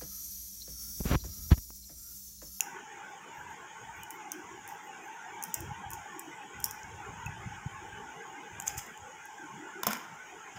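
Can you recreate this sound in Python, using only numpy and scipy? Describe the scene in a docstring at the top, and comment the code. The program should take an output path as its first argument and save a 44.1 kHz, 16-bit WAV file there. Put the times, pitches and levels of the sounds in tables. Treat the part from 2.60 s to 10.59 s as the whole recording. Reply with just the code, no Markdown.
"""Egg opened over a glass bowl

Shell ticks and snaps: noise cracks, ringing bands and a faint song of the bowl; squeezed or rocking shell
crackles in dense clicks. Contents plop softly as damped rising sines; the empty shell is set down with knocks
of damped modes. Hands rumble faintly near the microphone; background noise flickers in patches under a thin
hiss, all filtered noise.
"""
import sys
import numpy as np
from scipy import signal
from scipy.fft import rfft, irfft, next_fast_len
from scipy.io import wavfile
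from scipy.ndimage import map_coordinates

SR = 44100
rng = np.random.default_rng(int(sys.argv[2]) if len(sys.argv) > 2 else 0)


def master(y):
    """Save y as 16-bit WAV."""
    cut = np.clip(np.atleast_2d(y).T, -1, 1)
    pcm = np.round(cut * 32767)  # scale
    wavfile.write(sys.argv[1], SR, pcm.astype(np.int16))


N = 352182

# Shell snaps. Each row: start in seconds, ring pitch in Hz, levels of body, ring and splinter in dB.
SNAPS = [(0.0066, 6470, -31.5, -24.5, -28), (1.433, 7300, -63, -47, -46.5), (1.506, 6850, -59, -46.5, -42),
         (1.718, 6330, -54, -35, -37), (2.077, 7000, -68, -55, -47), (2.0895, 7000, -68, -55, -51),
         (2.8255, 6500, -68, -38.5, -43), (2.8375, 5900, -64, -39.5, -34), (2.8512, 6700, -68, -56, -51),
         (2.9417, 7000, -66, -29, -29.5), (2.9512, 5900, -68, -52, -47), (3.0050, 7000, -71, -54, -43),
         (3.3045, 6860, -65, -53, -43.5), (3.3145, 6800, -68, -56, -44), (3.3332, 6500, -59, -42, -43),
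         (3.5940, 7600, -70, -42, -40.5), (4.002, 7730, -68, -56, -46), (4.025, 7300, -72, -60, -52),
         (4.0419, 5960, -71, -29, -25), (4.0565, 7150, -61, -48, -37.5), (4.063, 5770, -54, -54, -45),
         (4.11, 6860, -60, -43, -40), (4.232, 6000, -69, -47.5, -69), (4.6606, 6440, -62, -45.5, -53),
         (5.9998, 7130, -52, -36.5, -45), (6.009, 7000, -68, -52, -56), (6.022, 6850, -64, -46, -49),
         (6.0786, 6780, -56, -25, -40), (6.183, 6900, -59, -49, -44), (6.264, 6960, -66, -57, -57),
         (6.375, 7000, -55, -52, -61), (6.655, 5960, -75, -65, -54), (7.331, 5800, -54, -52, -39),
         (7.37, 6000, -53, -56, -51)]
# Splinter spectrum. Each row: frequency in Hz, density in dB per Hz.
SPLINTER_SPECTRUM = [(300, -37), (3000, -20), (4300, -25), (5400, 0.5), (7400, -0.5), (8250, 2.5),
                     (9500, 3), (12300, 2.5), (14400, 8.5), (15300, 7), (16000, -8), (16800, -28)]
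# Glass resonances after a snap. Each row: centre in Hz, half-width in Hz, level in dB re splinter.
BOWL_BANDS = [(5160, 130, -22.5), (5750, 180, -15.5)]
BOWL_T60_S = 0.47
SPLIT_ATTACK_S, SPLIT_T60_S, RING_T60_S = 0.0001, 0.008, 0.007
# A crack runs on in small jumps: mean gap, level under the snap, loss per jump, spread.
AFTER_GAP_S, AFTER_LOSS_DB, AFTER_STEP_DB, AFTER_SPREAD_DB = 0.008, 20, 2.5, 3.5

# Shell crackles. Each row: start in seconds, click level in dB, body level in dB, length in seconds.
CRACKLES = [(2.082, -65, -65, 0.056), (2.948, -61, -66, 0.022), (3.336, -52, -66, 0.012),
            (6.054, -48, -61, 0.042), (6.07, -39.5, -44, 0.011), (6.079, -70, -51, 0.042),
            (6.166, -42.5, -49, 0.038), (7.242, -63, -49, 0.02), (7.273, -50, -41.5, 0.025),
            (7.292, -49, -44.5, 0.043), (7.336, -55, -47, 0.03), (7.953, -64.5, -54, 0.049)]
# Treble of a crackle. Each row: frequency in Hz, density in dB per Hz.
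GRIT_SPECTRUM = [(3000, -14), (4300, -21), (5050, 4), (5700, 3), (6500, 13), (7300, 12), (8300, 3),
                 (12000, -4), (14500, 6), (15400, 3), (16000, -30)]
# Body of a crackle. Each row: frequency in Hz, density in dB per Hz.
SCUFF_SPECTRUM = [(300, -27), (900, -8), (1400, 2.5), (2300, 1), (3400, -4), (4300, -22), (5100, 1.5),
                  (6500, -22), (12000, -47)]
# Fingers brushing the shell. Each row: start in seconds, length in seconds, level in dB.
BRUSHES = [(0.71, .15, -73), (0.87, .09, -75), (1.328, 0.13, -72), (1.476, 0.11, -65), (2.07, .11, -69),
           (2.21, 0.1, -73), (2.42, 0.085, -73)]
CLICK_SHARE = 0.2  # share of samples that hold a click
CLUMP_SPREAD_DB, CLUMP_S = 2, 0.003

# Low plops. Each row: start in seconds, peak level in dB, starting pitch in Hz.
PLOPS = [(4.486, -38.5, 93), (4.535, -43, 154), (4.572, -45, 158), (4.659, -33, 104), (4.687, -36, 112.5),
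         (4.722, -46, 125), (4.792, -43, 85), (4.857, -36, 104), (4.868, -33, 133), (4.912, -41, 104),
         (5.059, -27, 112), (5.132, -48, 72)]
# Air popping in the egg white. Each row: start in seconds, level in dB, starting pitch in Hz.
BUBBLES = [(4.664, -24.5, 2580)]

# Shell set down on the counter. Each row: start in seconds, levels of thud, ring and clack in dB,
# pitch in Hz that the struck spot of the husk favours.
KNOCKS = [(7.2324, -44, -30.5, -32.5, 3600), (7.2675, -30, -25, -24, 1970), (7.2700, -55, -36, -32.5, 5600),
          (7.2759, -37.5, -46, -42, 700), (7.307, -42.5, -34, -38, 1400), (7.331, -44.5, -35.5, -35, 2330)]
# Counter modes. Each row: frequency in Hz, relative level in dB, t60 in seconds.
COUNTER_MODES = [(232, -4.5, 0.078), (352, -7, 0.056), (502, 3.5, 0.027), (600, 9, 0.023), (680, 5, 0.041)]
# Husk modes. Each row: frequency in Hz, relative level in dB, t60 in seconds.
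HUSK_MODES = [(1030, 10.5, 0.026), (1380, 7, 0.025), (1970, -5, 0.016), (2360, -5, 0.025),
              (2970, -2, 0.022), (3570, -8, 0.021), (5560, -8, 0.026)]
# Clack spectrum. Each row: frequency in Hz, density in dB per Hz.
CLACK_SPECTRUM = [(400, -19), (1200, -3), (3000, -4.5), (4300, -6), (4950, 3.5), (5700, 5.5), (6900, 3),
                  (8300, -8), (12000, 0.5), (15200, 4), (16000, -22)]
SPOT_LIFT_DB, SPOT_HALF_WIDTH_HZ = 13, 160

# Hand movements. Each row: start in seconds, length in seconds, level in dB.
MOVES = [(0.784, 0.099, -58), (1.203, 0.21, -58), (1.837, 0.16, -62), (2.696, 0.027, -61),
         (2.967, 0.14, -47), (3.26, 0.064, -49.5), (3.948, 0.13, -56), (4.233, 0.43, -57),
         (4.627, 0.31, -52), (5.098, 0.33, -57), (5.907, 0.28, -56), (6.386, 0.035, -61), (7.959, .04, -47)]
# Dull bumps of the hands. Each row: start in seconds, peak level in dB, starting pitch in Hz.
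BUMPS = [(3.003, -36, 88.5), (3.055, -44, 75), (3.09, -36, 105), (3.113, -35, 115), (3.259, -41, 80),
         (6.109, -48, 70), (6.158, -41, 75), (6.174, -36.5, 95)]
# Hand rumble spectrum. Each row: frequency in Hz, density in dB per Hz.
RUMBLE_SPECTRUM = [(20, -50), (32, -1), (48, -1.5), (70, 5.5), (110, 4), (205, -4.5), (280, -19),
                   (600, -78)]
MOVE_RISE_S, MOVE_T60_S, RESTING_DB = 0.024, 0.31, -80

# Background noise level. Each row: time in seconds, level in dB before a 0.98 dB cut.
FLOOR_LEVEL = [(0.1, -47.5), (2.3, -48), (2.8, -46), (3.5, -47.5), (4.9, -47), (6.2, -47.5), (6.4, -49.5),
               (7.9, -48.5)]
# Background noise spectrum. Each row: frequency in Hz, density in dB per Hz.
FLOOR_SPECTRUM = [(40, -54), (90, -20.5), (165, -4), (255, -8.5), (320, -8.5), (440, -3), (560, -16.5),
                  (680, -16), (1100, -7.5), (1270, -11), (2000, -4.5), (3100, -9), (3600, -18),
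                  (4100, -32.5), (6000, -62)]
# Background noise resonances. Each row: centre in Hz, width in Hz, lift in dB.
FLOOR_RESONANCES = [(822.5, 204, 19), (1072, 43, 8), (1499, 298, 12), (2670, 81, -7)]
# Strong hollow swells. Each row: middle in seconds, level in dB before a 4 dB cut, pitch in Hz.
SWELLS = [(0.178, -47.5, 396), (1.771, -41.5, 331), (1.94, -45.5, 364), (2.67, -49, 734),
          (3.02, -43.5, 329), (3.559, -44.5, 345), (3.679, -44.5, 320), (4.275, -53, 755), (4.48, -47, 423),
          (5.251, -49.5, 358), (5.389, -47, 435), (5.62, -47, 430), (5.79, -48, 313), (6.48, -50, 503),
          (6.83, -46, 323), (6.96, -47, 170), (7.009, -46, 322), (7.19, -42.5, 372), (7.519, -50, 171)]
# Hiss spectrum. Each row: frequency in Hz, density in dB per Hz.
HISS_SPECTRUM = [(2350, 0), (4000, -90), (4210, -15), (4690, -9.5), (5170, -3.5), (5670, 1.5), (6040, 1.5),
                 (6540, 10.5), (7130, 7), (8370, -7.5), (10200, -12), (11100, -19.5), (13500, -13.5),
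                 (14700, -11), (15700, -12)]
SWELL_SIGMA_S = 0.024
MURK_DB, MURK_SPREAD_DB, MURK_KNOTS_PER_S = -68, 6.5, 12  # weak random swells
DRONE_WAVER_DB, DRONE_DRIFT_HZ, DRONE_DRIFT_KNOTS_PER_S = 2.5, 34.92, 9
HISS_DB, HISS_TOP_HZ = -59, 15650

# Kitchen decay. Each row: frequency in Hz, t60 in seconds.
KITCHEN_T60 = [(200, 0.23), (1500, 1), (6000, 0.44), (15000, 0.38)]
LOW_CUT_HZ, TOP_HZ = 46.6, 16800


def shell():
    """Each fracture rings the shell briefly and throws a bright tick; the bowl sings faintly after it."""
    out, t = np.zeros(N), np.arange(SR // 3) / SR
    for start_s, ring_hz, body_db, ring_db, splinter_db in SNAPS:
        body = amp(body_db) * burst(band(2790, 140), fade(t, attack_s=0.00054, t60_s=0.0077))
        ring = amp(ring_db) * crack(band(ring_hz, 700), fade(t, SPLIT_ATTACK_S, RING_T60_S))
        # short fracture, then smaller splinters
        split = fade(t, SPLIT_ATTACK_S, SPLIT_T60_S) + 0.18 * fade(t, attack_s=0.00092, t60_s=0.034)
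        splinter = amp(splinter_db) * crack(shaped(SPLINTER_SPECTRUM), split)
        snap = body + ring + splinter
        for hz, half_width_hz, db in BOWL_BANDS:
            song = burst(band(hz, half_width_hz), fade(t, attack_s=0.0015, t60_s=BOWL_T60_S))
            snap += amp(splinter_db + db) * song
        delays_s = np.cumsum(AFTER_GAP_S * (0.21 + 1.6 * rng.random(size=5)))
        for k, delay_s in enumerate(delays_s):
            jump_db = splinter_db - AFTER_LOSS_DB - AFTER_STEP_DB * k + rng.normal(0, AFTER_SPREAD_DB)
            add(snap, delay_s, amp(jump_db) * crack(shaped(SPLINTER_SPECTRUM), split[:SR // 100]))
        add(out, start_s, in_kitchen(snap, wet_db=-16.0))
    return out


def crackle():
    """Squeezed or rocking shell crackles in tiny bright clicks over a duller scuff; fingers brush it."""
    out = np.zeros(N)
    for start_s, click_db, body_db, length_s in CRACKLES:
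        grit = amp(click_db) * clicking(shaped(GRIT_SPECTRUM), length_s)
        scuff = amp(body_db) * clicking(shaped(SCUFF_SPECTRUM), length_s)
        add(out, start_s, in_kitchen(grit + scuff, wet_db=-6.5))
    for start_s, length_s, db in BRUSHES:
        add(out, start_s, amp(db) * clicking(band(13900, 1600), length_s))
    return out


def clicking(gain, length_s):
    """A swell of dense tiny clicks in uneven clumps, rms 1."""
    size = int(length_s * SR)
    clumps = np.repeat(rng.standard_normal(size), int(CLUMP_S * SR))[:size]
    clicks = rng.laplace(size=size) * (rng.random(size) < CLICK_SHARE)
    clicks *= amp(CLUMP_SPREAD_DB * np.clip(clumps, -1.5, 1.5))
    return unit(filtered(clicks * signal.windows.tukey(size, 0.8), gain))


def contents():
    """White and yolk land in low plops; a trapped bubble pops as a short rising sine."""
    out, t = thumps(PLOPS), np.arange(SR // 5) / SR
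    for start_s, db, hz in BUBBLES:
        tone = np.sin(2 * np.pi * hz * t * (1 + 0.5 * t))
        pop = amp(db) * tone * fade(t, attack_s=0.0023, t60_s=0.026)
        add(out, start_s, in_kitchen(pop, wet_db=-13))
    return out


def thumps(rows):
    """Soft heavy contacts: each is one low, heavily damped push that stiffens as it presses."""
    out, t = np.zeros(N), np.arange(SR // 5) / SR
    for start_s, peak_db, hz in rows:
        envelope = fade(t, attack_s=0.0037, t60_s=0.059) ** 2  # squaring halves the decay time
        push = -np.sin(2 * np.pi * hz * t * (1 + 9 * t)) * envelope
        add(out, start_s, amp(peak_db) * push / np.abs(push).max())
    return out


def knocks():
    """The empty shell lands and rocks: counter thud, dry clack, husk modes weighted by the struck spot."""
    out, t = np.zeros(N), np.arange(SR // 3) / SR
    for start_s, thud_db, ring_db, clack_db, spot_hz in KNOCKS:
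        thud = amp(thud_db - 1.5) * burst(band(218, 60), fade(t, attack_s=0.002, t60_s=0.31))
        counter = amp(thud_db + 1.5) * ringing(COUNTER_MODES, t)
        spot = band(spot_hz, SPOT_HALF_WIDTH_HZ)
        modes = [(hz, db + SPOT_LIFT_DB * spot(hz), t60_s) for hz, db, t60_s in HUSK_MODES]
        husk = amp(ring_db) * ringing(modes, t)
        clack = amp(clack_db) * burst(shaped(CLACK_SPECTRUM), fade(t, attack_s=0.00072, t60_s=0.016))
        add(out, start_s, in_kitchen(thud + counter + husk, wet_db=-10))
        add(out, start_s, in_kitchen(clack, wet_db=-14.5))
    return out


def ringing(modes, t):
    """Damped modes that start together, struck at slightly new strengths each time."""
    total = np.zeros(len(t))
    for hz, db, t60_s in modes:
        strength = amp(db + rng.normal(0, 1.9))
        total += strength * fade(t, 0.00076, t60_s) * np.cos(2 * np.pi * hz * t)
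    return strike(total)


def hands():
    """Moving hands rumble close by: each movement rises, holds unevenly and dies away; some bumps."""
    t, motion = np.arange(N) / SR, np.zeros(N)
    for start_s, length_s, db in MOVES:
        rise = np.clip((t - start_s) / MOVE_RISE_S + 0.5, 0, 1)
        decay = np.exp(-np.log(1000) * np.maximum(t - start_s - length_s, 0) / MOVE_T60_S)
        motion += amp(db) * rise * decay
    level = (amp(RESTING_DB) + motion) * amp(2.1 * wobble(20))
    return level * noise(shaped(RUMBLE_SPECTRUM), N) + thumps(BUMPS)


def background():
    """Hollow background noise that flickers and swells, a wavering narrow drone in it, a thin hiss above."""
    time_s, level_db = np.transpose(FLOOR_LEVEL)
    floor_db = np.interp(np.arange(N) / SR, time_s, level_db)
    floor = amp(floor_db - 0.98) * flickering(hollow, patchy_db=5.5, patch_hz=114.9, patch_s=0.045)
    drone_hz = DRONE_DRIFT_HZ * wobble(DRONE_DRIFT_KNOTS_PER_S)
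    drone = drifting(noise(band(875.0, 54.6), N), drone_hz)
    drone *= amp(floor_db - 6.5 + DRONE_WAVER_DB * wobble(13))
    hiss = amp(HISS_DB) * flickering(thin, patchy_db=4.0, patch_hz=131.7, patch_s=0.064)
    return floor + drone + swelling() + hiss


def hollow(hz):
    """Background noise gain: broad spectrum plus resonances in dB."""
    lift_db = sum(db / (1 + (2 * (hz - centre) / width) ** 2) for centre, width, db in FLOOR_RESONANCES)
    return amp(along(FLOOR_SPECTRUM, hz) + lift_db)


def thin(hz):
    """Hiss gain, cut at its top."""
    return amp(along(HISS_SPECTRUM, hz)) * (hz < HISS_TOP_HZ)


def swelling():
    """Hollow swells: strong ones of one shape, each at its own pitch, over weak random ones."""
    out = amp(MURK_DB + MURK_SPREAD_DB * wobble(MURK_KNOTS_PER_S)) * noise(band(361.0, 74), N)
    t = np.arange(-SR // 8, SR // 8) / SR
    bell = np.exp(-0.5 * (t / SWELL_SIGMA_S) ** 2)
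    bell_rms = np.sqrt(np.mean(bell ** 2))
    for middle_s, db, hz in SWELLS:
        swell = unit(bell * noise(band(hz, 46.7), len(t))) * bell_rms
        add(out, middle_s + t[0], amp(db - 4.0) * swell)
    return out


def flickering(gain, patchy_db, patch_hz, patch_s):
    """Coloured noise of rms 1 whose level wanders in small patches of time and frequency."""
    hz, t, z = signal.stft(rng.standard_normal(N), SR, nperseg=1024, noverlap=768)
    grid = np.meshgrid(hz / patch_hz, t / patch_s, indexing="ij")
    field = map_coordinates(rng.standard_normal((400, 400)), grid, order=2, mode="wrap")
    z = z * amp(patchy_db * np.clip(field, -2, 2))
    patches = signal.istft(z, SR, nperseg=1024, noverlap=768)[1]
    return unit(filtered(patches[:N], gain))


def drifting(x, shift_hz):
    """x with its spectrum shifted by a curve in Hz."""
    analytic = signal.hilbert(x, next_fast_len(N))[:N]
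    return (analytic * np.exp(2j * np.pi * np.cumsum(shift_hz) / SR)).real


def in_kitchen(x, wet_db):
    """A sound with its echo: two near walls, then a tail that rings longest in the mids."""
    hz, t, z = signal.stft(rng.standard_normal(SR // 2), SR, nperseg=256)
    decay = amp(-60 * t / along(KITCHEN_T60, hz)[:, None])
    tail = signal.istft(z * decay, SR, nperseg=256)[1]
    tail = np.pad(tail / np.linalg.norm(tail), (SR // 200, 0))
    for delay_s, gain in [(0.0092, 0.33), (0.0135, 0.36)]:
        tail[round(delay_s * SR)] += gain
    response = amp(wet_db) * tail
    response[0] = 1  # direct sound
    return signal.fftconvolve(x, response)


def crack(gain, envelope):
    """A short burst of noise ringing through a causal (minimum-phase) colour."""
    size = len(envelope)
    cepstrum = irfft(np.log(np.maximum(gain(np.fft.rfftfreq(size, 1 / SR)), 1e-4)), size)
    cepstrum[1:size // 2] *= 2
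    cepstrum[size // 2 + 1:] = 0
    spectrum = rfft(rng.standard_normal(size) * envelope)
    return strike(irfft(spectrum * np.exp(rfft(cepstrum)), size))


def burst(gain, envelope):
    """A short burst of coloured noise."""
    return strike(noise(gain, len(envelope)) * envelope)


def strike(x):
    """x scaled to the energy of 5 ms at rms 1."""
    return x * np.sqrt(0.005 * SR) / np.linalg.norm(x)


def fade(t, attack_s, t60_s):
    """A quick rise and an exponential decay."""
    return (1 - np.exp(-t / attack_s)) * np.exp(-np.log(1000) * t / t60_s)


def noise(gain, size):
    """Coloured noise of rms 1."""
    return unit(filtered(rng.standard_normal(size), gain))


def filtered(x, gain):
    """x times a gain that depends on frequency."""
    m = next_fast_len(len(x) + 4096)
    return irfft(rfft(x, m) * gain(np.fft.rfftfreq(m, 1 / SR)), m)[:len(x)]


def shaped(points):
    """Gain function of a (Hz, dB) spectrum."""
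    return lambda hz: amp(along(points, hz))


def band(centre_hz, half_width_hz):
    """Gain function of a steep-sided resonance, one half at half_width_hz off centre."""
    return lambda hz: 1 / (1 + ((hz - centre_hz) / half_width_hz) ** 4)


def along(points, hz):
    """(Hz, value) points read on a log axis."""
    f, v = np.transpose(points)
    return np.interp(np.log(hz + 1), np.log(f + 1), v)


def wobble(knots_per_s):
    """A smooth random curve."""
    knots = rng.standard_normal(int(N * knots_per_s / SR) + 4)
    return map_coordinates(knots, [np.arange(N) * knots_per_s / SR])


def amp(db):
    """Decibels to gain."""
    return 10 ** (np.asarray(db) / 20)


def unit(x):
    """x at rms 1."""
    return x / np.sqrt(np.mean(x ** 2) + 1e-20)


def add(track, start_s, sound):
    """Mix a sound into the track in place."""
    part = track[max(round(start_s * SR), 0):][:len(sound)]
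    part += sound[:len(part)]


def scene():
    """Everything reaches one microphone above the bowl."""
    return (shell() + crackle() + contents() + knocks() + hands() + background())[None]


def record(dry):
    """The microphone loses the deepest bass; nothing passes above the band limit."""
    low_cut = signal.butter(3, LOW_CUT_HZ, "highpass", fs=SR, output="sos")
    return np.array([filtered(signal.sosfilt(low_cut, x), lambda hz: hz < TOP_HZ) for x in dry])


dry = scene()
out = record(dry)
master(out)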